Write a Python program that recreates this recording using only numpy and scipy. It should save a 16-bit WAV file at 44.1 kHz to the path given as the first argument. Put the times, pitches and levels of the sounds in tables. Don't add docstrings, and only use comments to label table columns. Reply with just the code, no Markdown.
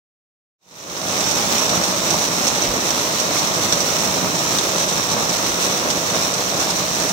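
import sys
import numpy as np
from scipy import signal
from scipy.fft import rfft, irfft
from scipy.io import wavfile
from scipy.ndimage import map_coordinates

SR = 44100
rng = np.random.default_rng(int(sys.argv[2]) if len(sys.argv) > 2 else 0)


def persist_wave(psi):
    counts = np.round(np.clip(psi, -1, 1) * 32767).astype(np.int16)
    wavfile.write(sys.argv[1], SR, np.atleast_2d(counts).T)


N = 313992


# (time [s], relative level [dB])
HEAVY_DROPS = [(1.734, -4), (1.815, -4), (2.518, -8), (3.358, -3), (4.214, -6), (4.246, -2), (5.206, -4),
               (6.148, -10)]
# (frequency [Hz], level [dB])
CLOTH_TONE = [(25, -33), (42, -25), (56, -7), (80, -6), (140, -.8), (240, -0.26), (330, 0.04), (430, -1.7),
              (600, 0), (800, -4.5), (1180, -2), (1600, -10), (2300, -12.5), (5000, -30.5)]
# (pitch [Hz], level [dB], time to fade by 60 dB [s])
AWNING_NOTES = [(163, -62.5, 0.2), (181.5, -55, 0.17), (493, -60, 0.13), (576, -55.5, 0.074),
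                (638, -55, 0.14)]

def awning(level_db):
    strength = amp(level_db + 14.5 + 0.32 * wobble(14))
    drops = strength * shower(per_second=1600, scatter_db=2.5, width_db=0.5)
    times, heavy_db = np.transpose(HEAVY_DROPS)
    heavy = impacts(times, amp(heavy_db + 18), side=rng.random(len(times)) - .5, pan_db=0)
    thumps = ring(drops - heavy, body(CLOTH_TONE))
    t = np.arange(SR // 3) / SR
    notes = sum(amp(db - 60 * t / fade_s) * np.cos(2 * np.pi * hz * t) for hz, db, fade_s in AWNING_NOTES)
    return terrace_echo(thumps + ring(thumps, notes), wet_db=-13.5)


# (time [s], relative level [dB], left over right [dB], spray boost [dB])
LOUD_SPLATS = [(1.205, -13.5, -6, 3), (1.312, -10, -6, 2), (1.693, -9, 1, 1), (1.837, -10, -4, -1),
               (2.104, -5.5, -4, -2), (2.251, -10, -7, -3.5), (2.469, -8, -6, -2.5), (2.479, -9, -3, 1),
               (2.905, -8, -1, -2.5), (2.99, -13.5, -3, 0), (3.2, -6.5, -2, -1), (3.725, -2, 1, -0.7),
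               (3.804, -9.5, -3, 0.5), (3.887, -15, -1, 1), (4.052, -10, -4, -4), (4.523, -13, -4, -1),
               (4.586, -8.5, 2, 2), (4.785, -13.5, -3, 1), (4.887, -8.5, -4, -3), (5.115, -13, -3, 1),
               (5.293, -13, -4, 1), (5.647, -7, 2, -3), (5.902, -6, 6, -1.5), (6.154, -11, -5, -4),
               (6.339, -10, 0, 0.5), (6.598, -12, 6, 1), (6.703, -7, 0, -2), (7.0, -10, 2, 0),
               (7.09, -11, 2, -1)]
# (frequency [Hz], level [dB])
SPLAT_TONE = [(100, -37), (800, -0.5), (2000, -4), (3300, 2), (6000, -0.5), (10000, -2.5), (16000, -18)]

def runoff(level_db, per_second):
    when, size, pan = rng.random((int(per_second * N / SR), 3)).T
    db = level_db[(when * N).astype(int)] + 8 + 6 * size
    small_splats = np.column_stack([when * N / SR, db, 5 * (pan - .6), np.full_like(db, -3.5)])
    loud = amp(1.6) * splash(LOUD_SPLATS, spray_s=.011, flight_s=.023)
    small = splash(small_splats, spray_s=.011, flight_s=.03)
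    return ring(terrace_echo(loud + small, wet_db=-6.5), body(SPLAT_TONE))


def splash(rows, spray_s, flight_s, droplets=140):
    start, db, pan_db, spray_db = np.transpose(rows)[:, :, None]
    delay, side, size, chance = rng.random((len(rows), 4, droplets)).transpose(1, 0, 2)
    slap = impacts(start, amp(db), 2 * side[:, :1] - 1, pan_db)
    falls_back = chance < .3
    times = start + np.where(falls_back, -np.log(1 - delay) * flight_s, delay ** 1.25 * spray_s)
    sizes = amp(db + spray_db) * (2 * size - 1) * np.where(falls_back, .45, .9) * (1 - delay / 2)
    return slap + impacts(times, sizes, 2 * side - 1, pan_db)


# (frequency [Hz], level [dB])
PATTER_TONE = [(25, -54), (60, -43), (300, -11.5), (800, 6.5), (1600, -.5), (2500, 3), (5000, -2),
               (10000, -3), (16000, -4.5)]

def patter(level_db):
    strength = amp(level_db - 0.43 + 1.21 * wobble(30))
    near = strength * shower(per_second=3300, scatter_db=2.5, width_db=5)
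    far = amp(-29.5) * shower(per_second=20000, scatter_db=-0.5, width_db=-3.5)
    return ring(terrace_echo(near, wet_db=-7.5) + far, body(PATTER_TONE))


# (time [s], level [dB], starting pitch [Hz])
DRIPS = [(3.367, -14, 2150)]

def puddle_drip():
    track, t = np.zeros(N + SR), np.arange(SR // 10) / SR
    loudness = amp(-60 * t / .025) * (1 - np.exp(-t / .0015))
    for start, db, hz in DRIPS:
        bubble = np.sin(2 * np.pi * hz * t * (1 + 4 * t))
        track[round(start * SR):][:len(t)] += amp(db) * loudness * bubble
    return track[:N]


# (time [s], relative level [dB])
DEEP_BUMPS = [(2.679, -28), (5.489, -38)]

def bumps():
    times, db = np.transpose(DEEP_BUMPS)
    t = np.arange(SR // 4) / SR
    thump = np.sin(2 * np.pi * 44 * t) * amp(-60 * t / .2) * (1 - np.exp(-t / 0.0081))
    return ring(impacts(times, amp(db + 6), side=0, pan_db=0), thump)


# (frequency [Hz], time to fade by 60 dB [s])
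ECHO_TIMES = [(150, 0.2), (2000, 0.15), (12000, 0.092)]

def terrace_echo(x, wet_db, count=36):
    hz, t, noise = signal.stft(rng.standard_normal((count, 2, SR // 5)), SR, nperseg=256)
    fading = amp(-60 * t / along(ECHO_TIMES, hz)[:, None])
    tails = signal.istft(noise * fading, SR, nperseg=256)[1]
    echo, step = np.zeros((2, N + SR)), N // count + 1
    for k, tail in enumerate(tails):
        piece = x[:, k * step:(k + 1) * step]
        answer = signal.fftconvolve(piece, tail / np.linalg.norm(tail[0]), axes=1)
        echo[:, k * step:][:, :answer.shape[1]] += answer
    return x + amp(wet_db) * echo[:, :N]


def shower(per_second, scatter_db, width_db):
    when, direction, sign, size = rng.random((int(per_second * N / SR), 4)).T
    sizes = np.sign(sign - .5) * amp(-scatter_db * np.log(size + 0.04))
    side = np.sin(2 * np.pi * direction)
    clicks = impacts(when * N / SR, sizes, side, width_db * side)
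    return clicks / np.sqrt(np.mean(clicks ** 2) + 1e-20)


def impacts(times, sizes, side, pan_db, port_delay_s=.00032):
    pair = []
    for port in (1, -1):
        at = np.round((times - port * side * port_delay_s / 2) * SR).astype(int)
        heights = sizes * amp(port * pan_db / 2)
        pair.append(np.bincount(np.clip(at, 0, N).ravel(), heights.ravel(), N + 1)[:N])
    return np.array(pair)


def rainfall(flurries, start_db, ease_db_per_s, rise_s=0.034, fall_s=0.045):
    t = np.arange(N) / SR
    peak_s, db = np.transpose(flurries)[:, :, None]
    width_s = np.where(t < peak_s, rise_s, fall_s)
    swells = db * np.exp(-((t - peak_s) / width_s) ** 2)
    return start_db - ease_db_per_s * t + swells.sum(axis=0)


def body(tone, size=8192):
    gains = amp(along(tone, np.fft.rfftfreq(size, 1 / SR)))
    cepstrum = irfft(np.log(gains))
    fold = np.r_[1, np.full(size // 2 - 1, 2), np.zeros(size // 2)]
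    return irfft(np.exp(rfft(cepstrum * fold)))[:size // 2]


def ring(x, response):
    return signal.fftconvolve(x, np.atleast_2d(response), axes=1)[:, :N]


def along(points, hz):
    frequencies, values = np.transpose(points)
    return np.interp(np.log(hz + 1), np.log(frequencies + 1), values)


def wobble(rate):
    return map_coordinates(rng.standard_normal(int(N * rate / SR) + 4), [np.arange(N) * rate / SR])


def amp(db):
    return 10 ** (np.asarray(db) / 20)


# (time [s], swell [dB])
DRUM_FLURRIES = [(1.75, 3), (2.12, 3.2), (2.73, 1.5), (3.44, 2.5), (3.59, 2), (4.06, 1.5), (4.23, 0.5),
                 (4.5, 2.5), (5.19, 1.5), (5.67, 1.7), (5.89, 3), (6.16, 3.6)]
# (time [s], swell [dB])
PATTER_FLURRIES = [(1.52, 2.7), (2.13, 2), (2.48, 2), (3.4, 3), (3.63, 3.8), (4.06, 2.5), (4.56, 1.5),
                   (4.82, 2), (5.31, 3), (5.47, 1), (5.63, 2), (6.21, 1.5), (6.63, 2.5)]

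def scene():
    drum_db = rainfall(DRUM_FLURRIES, start_db=-26, ease_db_per_s=0.14)
    patter_db = rainfall(PATTER_FLURRIES, start_db=-23.5, ease_db_per_s=0.19)
    ground = patter(patter_db) + runoff(patter_db, per_second=22) + puddle_drip()
    return awning(drum_db) + ground + bumps()


# (frequency [Hz], level [dB])
LEFT_TONE = [(35, -6.5), (90, -4), (200, -1.5), (550, 0.5), (2000, 0.5), (3200, 2), (4000, 10), (5200, 1.3),
             (6500, -0.5), (8300, 3), (10200, -7), (13300, -2), (15000, -29)]
# (frequency [Hz], level [dB])
RIGHT_TONE = [(2000, 1.1), (3000, -0.5), (4700, 3.5), (5200, 10), (5730, 18), (6600, 11), (8200, 3.5),
              (10200, -7), (11500, -2.5), (13500, -2.5), (15400, 2)]

def record(dry, silence_s=0.58, fade_s=0.6, top_hz=15780):
    heard = ring(dry, [body(LEFT_TONE), body(RIGHT_TONE)])
    rounded = heard / (1 + (heard / .85) ** 6) ** (1 / 6)
    fade_in = np.clip((np.arange(N) / SR - silence_s) / fade_s, 0, 1) ** 2
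    low_pass = signal.firwin(1001, top_hz, window="blackman", fs=SR)
    return signal.fftconvolve(rounded * fade_in, low_pass[None], "same", axes=1)


dry = scene()
out = record(dry)
persist_wave(out)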